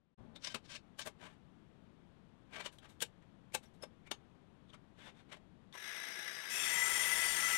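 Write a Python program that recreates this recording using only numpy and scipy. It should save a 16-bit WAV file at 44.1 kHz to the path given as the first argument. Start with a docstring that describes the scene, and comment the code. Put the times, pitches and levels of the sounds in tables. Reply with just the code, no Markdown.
"""Clamping and sawing sheet metal

A copper sheet is shifted on a workbench, and an aluminium square is laid on it and clamped down.
Knocks and scrapes make the metal ring; the clamp snaps and rattles. A cordless circular saw spins up,
runs free, then bites into the sheet, and its teeth set the blade ringing. The small workshop has
a low rumble and little echo. There is one microphone, on the left channel only."""
import sys
import numpy as np
from scipy import signal
from scipy.fft import rfft, irfft
from scipy.io import wavfile
from scipy.ndimage import uniform_filter1d

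SR = 44100
rng = np.random.default_rng(int(sys.argv[2]) if len(sys.argv) > 2 else 0)


def generate_wav(signal):
    """Clip the signal to [-1, 1] and save it as 16-bit WAV at the path in sys.argv[1]."""
    frames = np.transpose(np.atleast_2d(signal))
    scaled = np.clip(frames, -1, 1) * 32767
    pcm = np.round(scaled).astype(np.int16)
    wavfile.write(sys.argv[1], SR, pcm)


N = 333837
T = np.arange(N) / SR
TRIGGER_S, CUT_START_S = 5.73, 6.498  # the saw starts; the blade meets the sheet
RING_SHARE = .09  # width of a struck or rubbed part's note, as a share of its pitch

# notes at which the sheet and square ring together: pitch_hz, width_hz, boost_db
SHEET_NOTES = [(580, 280, 8), (972, 57, 5), (1568, 84.2, 5), (2550, 90, -3.5), (3057, 90, 4),
               (3660, 120, 2.5), (4830, 70, -4.5), (4960, 90, -10), (5660, 76, -8), (6730, 30, 5),
               (7730, 100, 5), (8500, 90, 6), (8750, 140, 3.5), (11750, 140, -4)]


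def undb(db):
    """Turn decibels into a number to multiply by."""
    return 10 ** (np.asarray(db) / 20)


def unit(x):
    """Scale a sound to an average power of 1."""
    return x / np.sqrt(np.mean(x ** 2) + 1e-24)


def wander(rate_hz):
    """A random drift around zero, about 1 in size."""
    return np.interp(T * rate_hz, np.arange(2048), rng.standard_normal(2048)) * np.sqrt(3 / 2)


def colour(x, points, size=4096):
    """Shape the tone along a curve of (pitch_hz, level_db) points."""
    hz, db = np.transpose(points)
    grid = np.maximum(np.fft.rfftfreq(size, 1 / SR), 1)
    gains = undb(np.interp(np.log(grid), np.log(hz), db))
    # build the filter so that it never sounds ahead of its input
    cepstrum = irfft(np.log(gains))
    cepstrum[1:size // 2] *= 2
    cepstrum[size // 2 + 1:] = 0
    return signal.oaconvolve(x, irfft(np.exp(rfft(cepstrum))))[:len(x)]


def resonance(x, hz, width):
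    """Keep only the part of a sound that rings near one pitch."""
    return signal.lfilter(*signal.iirpeak(min(hz, SR / 2 - 1000), hz / width, fs=SR), x)


def body(x, notes):
    """An object boosts or weakens the sound at each of its own notes."""
    return x + sum((undb(db) - 1) * resonance(x, hz, width) for hz, width, db in notes)


def lowpass(x, hz):
    """Gently dull the sound above a pitch."""
    return signal.sosfilt(signal.butter(1, min(hz, SR / 2 - 1000), fs=SR, output="sos"), x)


def stroke(start, length, attack_s, release_s, swell_db):
    """Loudness of one push: it sets in, changes by swell_db and is let go."""
    end = start + length
    edges = np.exp(-np.maximum(start - T, 0) / attack_s - np.maximum(T - end, 0) / release_s)
    return edges * undb(np.interp(T, [start, end], [-swell_db, 0]))


def friction(strokes, tone, slip_db, slip_hz, ring, attack_s, release_s, swell_db, edge_db):
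    """Surfaces stick and slip in tiny, uneven hits that make the sheet ring."""
    grit = unit(rng.standard_normal(N) * undb(2.5 * rng.standard_normal(N)))
    slips = colour(grit * undb(slip_db * wander(slip_hz)), tone)
    sheet = body(slips, [(hz, width / ring, db * ring) for hz, width, db in SHEET_NOTES])
    return sum(undb(db) * stroke(start, length, attack_s, release_s, swell_db)
               * unit(body(sheet, [(hz, RING_SHARE * hz, edge_db)]))
               for start, length, db, hz in strokes)


def hit(s, scuff_ms, decay_ms, thud_db, bright_db, ring_hz, ring_db):
    """One hit scuffs, cracks and dies away; a heavy one thuds, a hard one is bright."""
    at = int(s * SR)
    span = slice(at - SR // 10, at + SR // 4)
    t = T[span] - T[at]
    rise = np.exp(-abs(t) * 1000 / scuff_ms)
    fall = np.exp(-abs(t) * 1000 / decay_ms) + undb(-22) * np.exp(-abs(t) / .0065)
    crack = 2.6 * (t == 0)
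    blow = rng.standard_normal(len(t)) * np.where(t < 0, rise, fall) + crack
    soft, thud = lowpass(blow, 5000), lowpass(blow, 900)
    blow = soft + undb(bright_db) * (blow - soft) + (undb(thud_db) - 1) * thud
    force = np.zeros(N)
    force[span] = body(blow, [(ring_hz, RING_SHARE * ring_hz, ring_db)])
    return force


def rumble(level_db=-65, opening_db=-14.5, dip_db=-8.5, gap_start_s=.145, gap_end_s=.18):
    """Low room rumble; its volume starts low, cuts out briefly, then is turned down as the saw starts."""
    # tone of the rumble: pitch_hz, level_db
    tone = [(25, -12.5), (60, -8), (120, -5.5), (185, -2), (280, -8.5), (450, -16), (750, -19.5),
            (1200, -23), (2400, -31), (3400, -31.5), (5000, -43), (7500, -47.5), (11500, -53.5),
            (15500, -79)]
    steps = np.select([T < gap_start_s, T < gap_end_s, T < TRIGGER_S],
                      [undb(opening_db), 0, 1], undb(dip_db))
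    noise = unit(colour(rng.standard_normal(N), tone))
    return noise * uniform_filter1d(steps, SR // 100) * undb(level_db + .15 * wander(16))


def bump():
    """A low, muffled bump starts at once and fades, before the sheet moves."""
    # the bump: start_s, length_s, level_db, ring_hz
    strokes = [(.19, 0.16, -63.5, 242)]
    # its tone: pitch_hz, level_db
    tone = [(30, -13), (70, -6.5), (230, -8), (380, -22.5), (1000, -27), (4000, -55), (16000, -76)]
    return friction(strokes, tone, slip_db=0, slip_hz=29.5, ring=.83,
                    attack_s=.0027, release_s=.015, swell_db=-4, edge_db=7)


def taps():
    """Light touches die at once and mostly sound the note of the part that is hit."""
    # taps of tools, trigger and gears: start_s, level_db, scuff_ms, bright_db, ring_hz
    touches = [(.363, -52.5, 4.3, -25, 3750), (2.785, -67.5, 0.36, 9, 3460), (3.005, -59, 0.29, 13.5, 3460),
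               (3.224, -70, .5, -24, 1850), (3.522, -66.5, 0.92, -1, 2320), (4.074, -59.5, 7.4, -22, 2300),
               (4.703, -68.5, 13, -26, 3370), (4.735, -59, 2.5, -20, 2930), (4.746, -57.5, 7.1, -25, 1320),
               (5.371, -62.5, 9.9, -26, 617), (5.726, -57.5, 0.29, -14, 3500),
               (5.754, -52.5, 6.5, -26, 1080)]
    return sum(undb(db) * hit(s, scuff_ms, decay_ms=5, thud_db=-3, bright_db=bright_db,
                              ring_hz=hz, ring_db=18)
               for s, db, scuff_ms, bright_db, hz in touches)


def slides():
    """Metal dragged over the bench makes a bright scrape that rings freely."""
    # drags of the sheet and square: start_s, length_s, level_db, ring_hz
    strokes = [(.446, 0.0066, -43.5, 5730), (.468, 0.01, -46.5, 5100), (.502, 0.023, -54, 3060),
               (.655, 0.006, -62.5, 4200), (.7, 0.036, -54.5, 2550), (.75, 0.016, -50.5, 2550),
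               (1.012, 0.012, -48.5, 6900)]
    # tone of the scrape: pitch_hz, level_db
    tone = [(100, -67), (500, -17.5), (1500, -2.5), (3000, 2), (5500, 1.5), (7500, -9), (10000, -15),
            (16000, -39)]
    return friction(strokes, tone, slip_db=2, slip_hz=250, ring=2.1,
                    attack_s=.01, release_s=.0057, swell_db=2, edge_db=6)


def landings(second_edge_s=.01):
    """A flat piece lands on one edge, and the other edge follows a moment later."""
    # sheet and square landing: start_s, level_db, scuff_ms, thud_db, bright_db, ring_hz, second_edge_db
    drops = [(0.546, -34.5, 1.6, -4, -24, 2570, -8.5), (.994, -41, 4.5, -24, -3, 3020, -8),
             (1.063, -49, 6.1, 3.5, 2, 1520, 5.5), (2.662, -38, 9.4, -21, -34, 2950, -26)]
    force = 0
    for s, db, scuff_ms, thud_db, bright_db, hz, second_db in drops:
        piece = dict(thud_db=thud_db, bright_db=bright_db, ring_hz=hz)
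        first = hit(s, scuff_ms, decay_ms=8.3, ring_db=8, **piece)
        second = hit(s + second_edge_s, scuff_ms=1.6, decay_ms=6.6, ring_db=-1, **piece)
        force += undb(db) * (first + undb(second_db) * second)
    return force


def rubs():
    """Rubbing is duller and softer, and the sheet rings less under a hand."""
    # hands, sleeves and tools on the bench: start_s, length_s, level_db, ring_hz
    strokes = [(1.215, 0.056, -56.5, 820), (1.31, .015, -64, 820), (2.535, 0.079, -49, 2300),
               (2.83, 0.028, -61.5, 3230), (4.99, .1, -59.5, 3500), (5.16, 0.048, -66, 3500),
               (5.32, 0.011, -52.5, 2140)]
    # tone of the rub: pitch_hz, level_db
    tone = [(80, -27), (300, -1), (800, 0.5), (1700, 4), (3000, 1.5), (4800, -7), (8500, -14.5),
            (12000, -23.5), (16000, -40)]
    return friction(strokes, tone, slip_db=2.5, slip_hz=148.2, ring=.86,
                    attack_s=.013, release_s=.013, swell_db=5.5, edge_db=6.5)


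def rattles():
    """The clamp's loose screw and spring chatter with a thin, high ring."""
    # shakes of the clamp: start_s, level_db
    shakes = [(2.727, -64), (2.895, -64), (3.634, -65), (3.742, -74)]
    # note of the loose screw: pitch_hz, width_hz, boost_db
    screw_note = [(11500, 250, 6.5)]
    chatter = sum(undb(db) * hit(s, scuff_ms=5.1, decay_ms=25.4, thud_db=-10, bright_db=-1.5,
                                 ring_hz=3700, ring_db=4)
                  for s, db in shakes)
    return body(chatter, screw_note)


def snaps(bench_hz=565, bench_width_hz=190):
    """The clamp's lever scrapes past its tightest point, the steel rings and the jaw jolts the bench."""
    # lever snaps: start_s, level_db, scuff_ms, bright_db, steel_hz, jaw_hz, jolt_db, boom_db
    lever_snaps = [(3.025, -38.5, 4.9, 11.5, 2900, 474, -11, 3.5),
                   (3.55, -42, 4.4, 13.5, 2560, 850, -1.5, 10),
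                   (3.838, -48.5, 8, -9, 3270, 406, -8.5, 10.5),
                   (4.115, -33.5, 1.4, -4.5, 3180, 1470, -16, -4)]
    force = 0
    for s, db, scuff_ms, bright_db, steel_hz, jaw_hz, jolt_db, boom_db in lever_snaps:
        steel = hit(s, scuff_ms, decay_ms=4.2, thud_db=-4.5, bright_db=bright_db,
                    ring_hz=steel_hz, ring_db=9.5)
        jolt = hit(s, scuff_ms=2.8, decay_ms=3.3, thud_db=1, bright_db=-18.5, ring_hz=jaw_hz, ring_db=16.5)
        force += undb(db) * body(steel + undb(jolt_db) * jolt, [(bench_hz, bench_width_hz, boom_db)])
    return force


def knocks(gain_db=5):
    """Every landing, snap, tap and rattle sounds through the sheet and the square."""
    # tone of the hits: pitch_hz, level_db
    tone = [(60, -7), (250, 2.5), (600, -3), (1200, -2), (3000, -2.5), (5000, -5.5), (9000, -8),
            (11500, -12.5), (13000, -19.5), (16000, -22.5)]
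    force = landings() + snaps() + taps() + rattles()
    return undb(gain_db) * body(colour(force, tone), SHEET_NOTES)


def pings(attack_s=.0014, buzz=.41):
    """The clamp's lever, spring and screw ring briefly, buzzing in their loose joints."""
    # small steel parts: start_s, level_db, pitch_hz, fade_s (time to fall by 60 dB)
    parts = [(3.655, -67, 5690, 0.063), (3.823, -47.5, 5290, 0.084), (3.823, -51, 10600, 0.046),
             (3.824, -57.5, 8480, 0.047), (4.111, -51, 6520, 0.1)]
    out = np.zeros(N)
    t = T[:SR // 3]
    for s, db, hz, fade_s in parts:
        at = int(s * SR)
        ring = np.sin(2 * np.pi * hz * t + buzz * wander(550)[:len(t)])
        loudness = (1 - np.exp(-t / attack_s)) * np.exp(-np.log(1000) * t / fade_s)
        out[at:at + len(t)] += undb(db) * loudness * ring
    return out


def motor(level_db=-47.5, spin_up_s=.118, cut_slowdown=.035, free_turn_hz=57.2):
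    """Gears whine as they reach speed; fan air and gear rattle throb once a turn inside the housing."""
    # gear and motor whine at full speed: pitch_hz, level_db
    whine_notes = [(1264, -20), (1420, -21), (1599, -14), (1688, -18), (1904, -22), (2030, -17),
                   (2132, -19), (2185, -19), (2979, -23), (3714, -25), (3878, -23), (4963, -20),
                   (5746, -24), (6395, -27), (9997, -36), (15062, -48)]
    # tone of the air and gear noise: pitch_hz, level_db
    tone = [(40, -53), (130, -15.5), (300, -3), (900, -2.5), (1700, 1.5), (3700, 0), (4400, -11),
            (6100, -5.5), (6800, -14.5), (10500, -21.5), (11800, -24), (12400, -36), (16000, -24)]
    # notes of the housing: pitch_hz, width_hz, boost_db
    housing_notes = [(1730, 85, 9.7), (2025, 190, 10.3), (3930, 75, 8.6), (5640, 220, 11.8), (6220, 170, 7),
                     (8450, 340, 8), (9020, 320, 17.7), (11470, 400, 21.3)]
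    spun_up = np.clip((T - TRIGGER_S) / spin_up_s, 0, 1)
    speed = np.sqrt(spun_up) * (1 - cut_slowdown * blade_depth()) * (1 + .001 * wander(12))
    soft_start_db = np.interp(spun_up, [.8, 1], [-2, 0])
    phase = 2 * np.pi * np.cumsum(speed) / SR
    whine = sum(undb(db + 2.5 * wander(30)) * np.sqrt(2) * np.sin(hz * phase + .35 * wander(40))
                for hz, db in whine_notes)
    flicker = undb(1.1 * wander(90))
    throb = 1 + .31 * np.sin(free_turn_hz * phase)
    noise = rng.standard_normal(N) * throb * flicker
    rattle = unit(body(colour(noise, tone), housing_notes))
    return speed * undb(level_db + soft_start_db) * (speed ** 12 * whine + undb(-2) * rattle)


def blade_depth(sink_s=.2):
    """How far the blade has sunk into the sheet, from 0 to 1: fast at first, then ever slower."""
    return np.sqrt(1 - np.exp(-np.maximum(T - CUT_START_S, 0) / sink_s))


def chips(turn_hz=50, teeth=30):
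    """Each tooth tears off a chip of random size in a tiny burst of noise."""
    # tone of the tearing: pitch_hz, level_db
    tone = [(30, -12), (60, -14.5), (100, -7), (160, -15.5), (450, -9), (900, -7), (1600, -2.5), (2800, -1),
            (4000, -11), (6500, -7), (9500, -9), (12500, -13.5), (15800, -16.5)]
    turns = np.cumsum(turn_hz * (1 + .025 * wander(8))) / SR
    tooth, progress = np.divmod(turns * teeth, 1)
    size = undb(1.2 * rng.standard_normal(N // 10))[tooth.astype(int)]
    bursts = size * np.exp(-progress / .84) * rng.standard_normal(N)
    wobble = 1 + .18 * np.sin(2 * np.pi * turns)
    return unit(colour(bursts * wobble, tone))


def cut(level_db=-44.5, push_db_per_s=1.0, sing_db=1.26):
    """The saw is pushed ever harder; the slot pinches the ringing blade, so its notes swell in turn."""
    # notes of the blade: pitch_hz, width_hz, boost_db, entry_db (added as the blade enters)
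    blade_notes = [(959, 16, 11, -4), (1338, 18, 9.5, -4), (1738, 20, 7, 0), (1894, 18, 10, 0),
                   (2003, 24, 19.5, -4), (2130, 40, 3, 6), (2600, 80, 5.5, 3), (3214, 35, 13.5, -2),
                   (3490, 60, 10, 7), (4307, 25, 7, 0), (4646, 18, 14.5, -4), (5399, 45, 11, 0),
                   (5486, 50, 12, 1), (6020, 60, 9, 3), (6250, 140, 9, 0), (6934, 40, 7, 0),
                   (7192, 30, 9, -2), (7450, 42, 16, -2), (8349, 45, 13, 0), (8640, 70, 12, -1),
                   (8970, 120, 18, -3), (9800, 90, 11, -1), (10400, 130, 14, 1), (10815, 50, 7, 3),
                   (11246, 35, 13, 0), (12010, 90, 10, 0), (12780, 40, 9, 0)]
    tearing = chips()
    entering = np.interp(T, [6.65, 6.77], [1, 0])
    ring = 0
    for hz, width, db, entry_db in blade_notes:
        note = resonance(tearing, hz, width)
        # rubbing in the slot feeds a weak swing and calms a strong one, so the note sings on
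        energy = np.abs(uniform_filter1d(unit(note) ** 2, SR // 300)) + 1e-3
        steadied = note * energy ** -.16
        pinch_db = 2.1 * wander(9) + 1.2 * wander(45)
        boost_db = db + entry_db * entering + pinch_db + sing_db + squeal_db(hz)
        ring += steadied * (undb(boost_db) - 1)
    push = undb(level_db + push_db_per_s * (T - CUT_START_S))
    return np.sqrt(blade_depth()) * push * (tearing + ring)


def squeal_db(note_hz):
    """One note of the blade swells into a squeal while the slot pinches it."""
    # squeals: peak_s, spread_s, pitch_hz, boost_db
    squeals = [(7.22, .17, 2003, 2), (7.27, .11, 4646, 9)]
    return sum(db * np.exp(-((T - s) / spread) ** 2) for s, spread, hz, db in squeals if hz == note_hz)


def workshop(x, fade_s, wet_db, dull_hz=6000):
    """Cluttered walls add a short, dull echo."""
    t = T[:SR // 2]
    fade = np.exp(-np.log(1000) * t / fade_s) * (t > .004)
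    tail = lowpass(rng.standard_normal(len(t)), dull_hz) * fade
    return x + undb(wet_db) * signal.oaconvolve(x, tail / np.linalg.norm(tail))[:N]


def scene():
    """Handling and saw share the workshop; the right channel is silent."""
    handling = workshop(knocks() + pings() + slides() + rubs() + bump(), fade_s=.09, wet_db=-12)
    saw = workshop(motor() + cut(), fade_s=.056, wet_db=-11)
    left = 2 * (handling + saw + rumble())
    return np.array([left, np.zeros(N)])


def record(dry):
    """The recorder cuts off the highest treble."""
    top_hz = 15750
    return signal.sosfilt(signal.ellip(10, .2, 70, top_hz, fs=SR, output="sos"), dry)


dry = scene()
out = record(dry)
generate_wav(out)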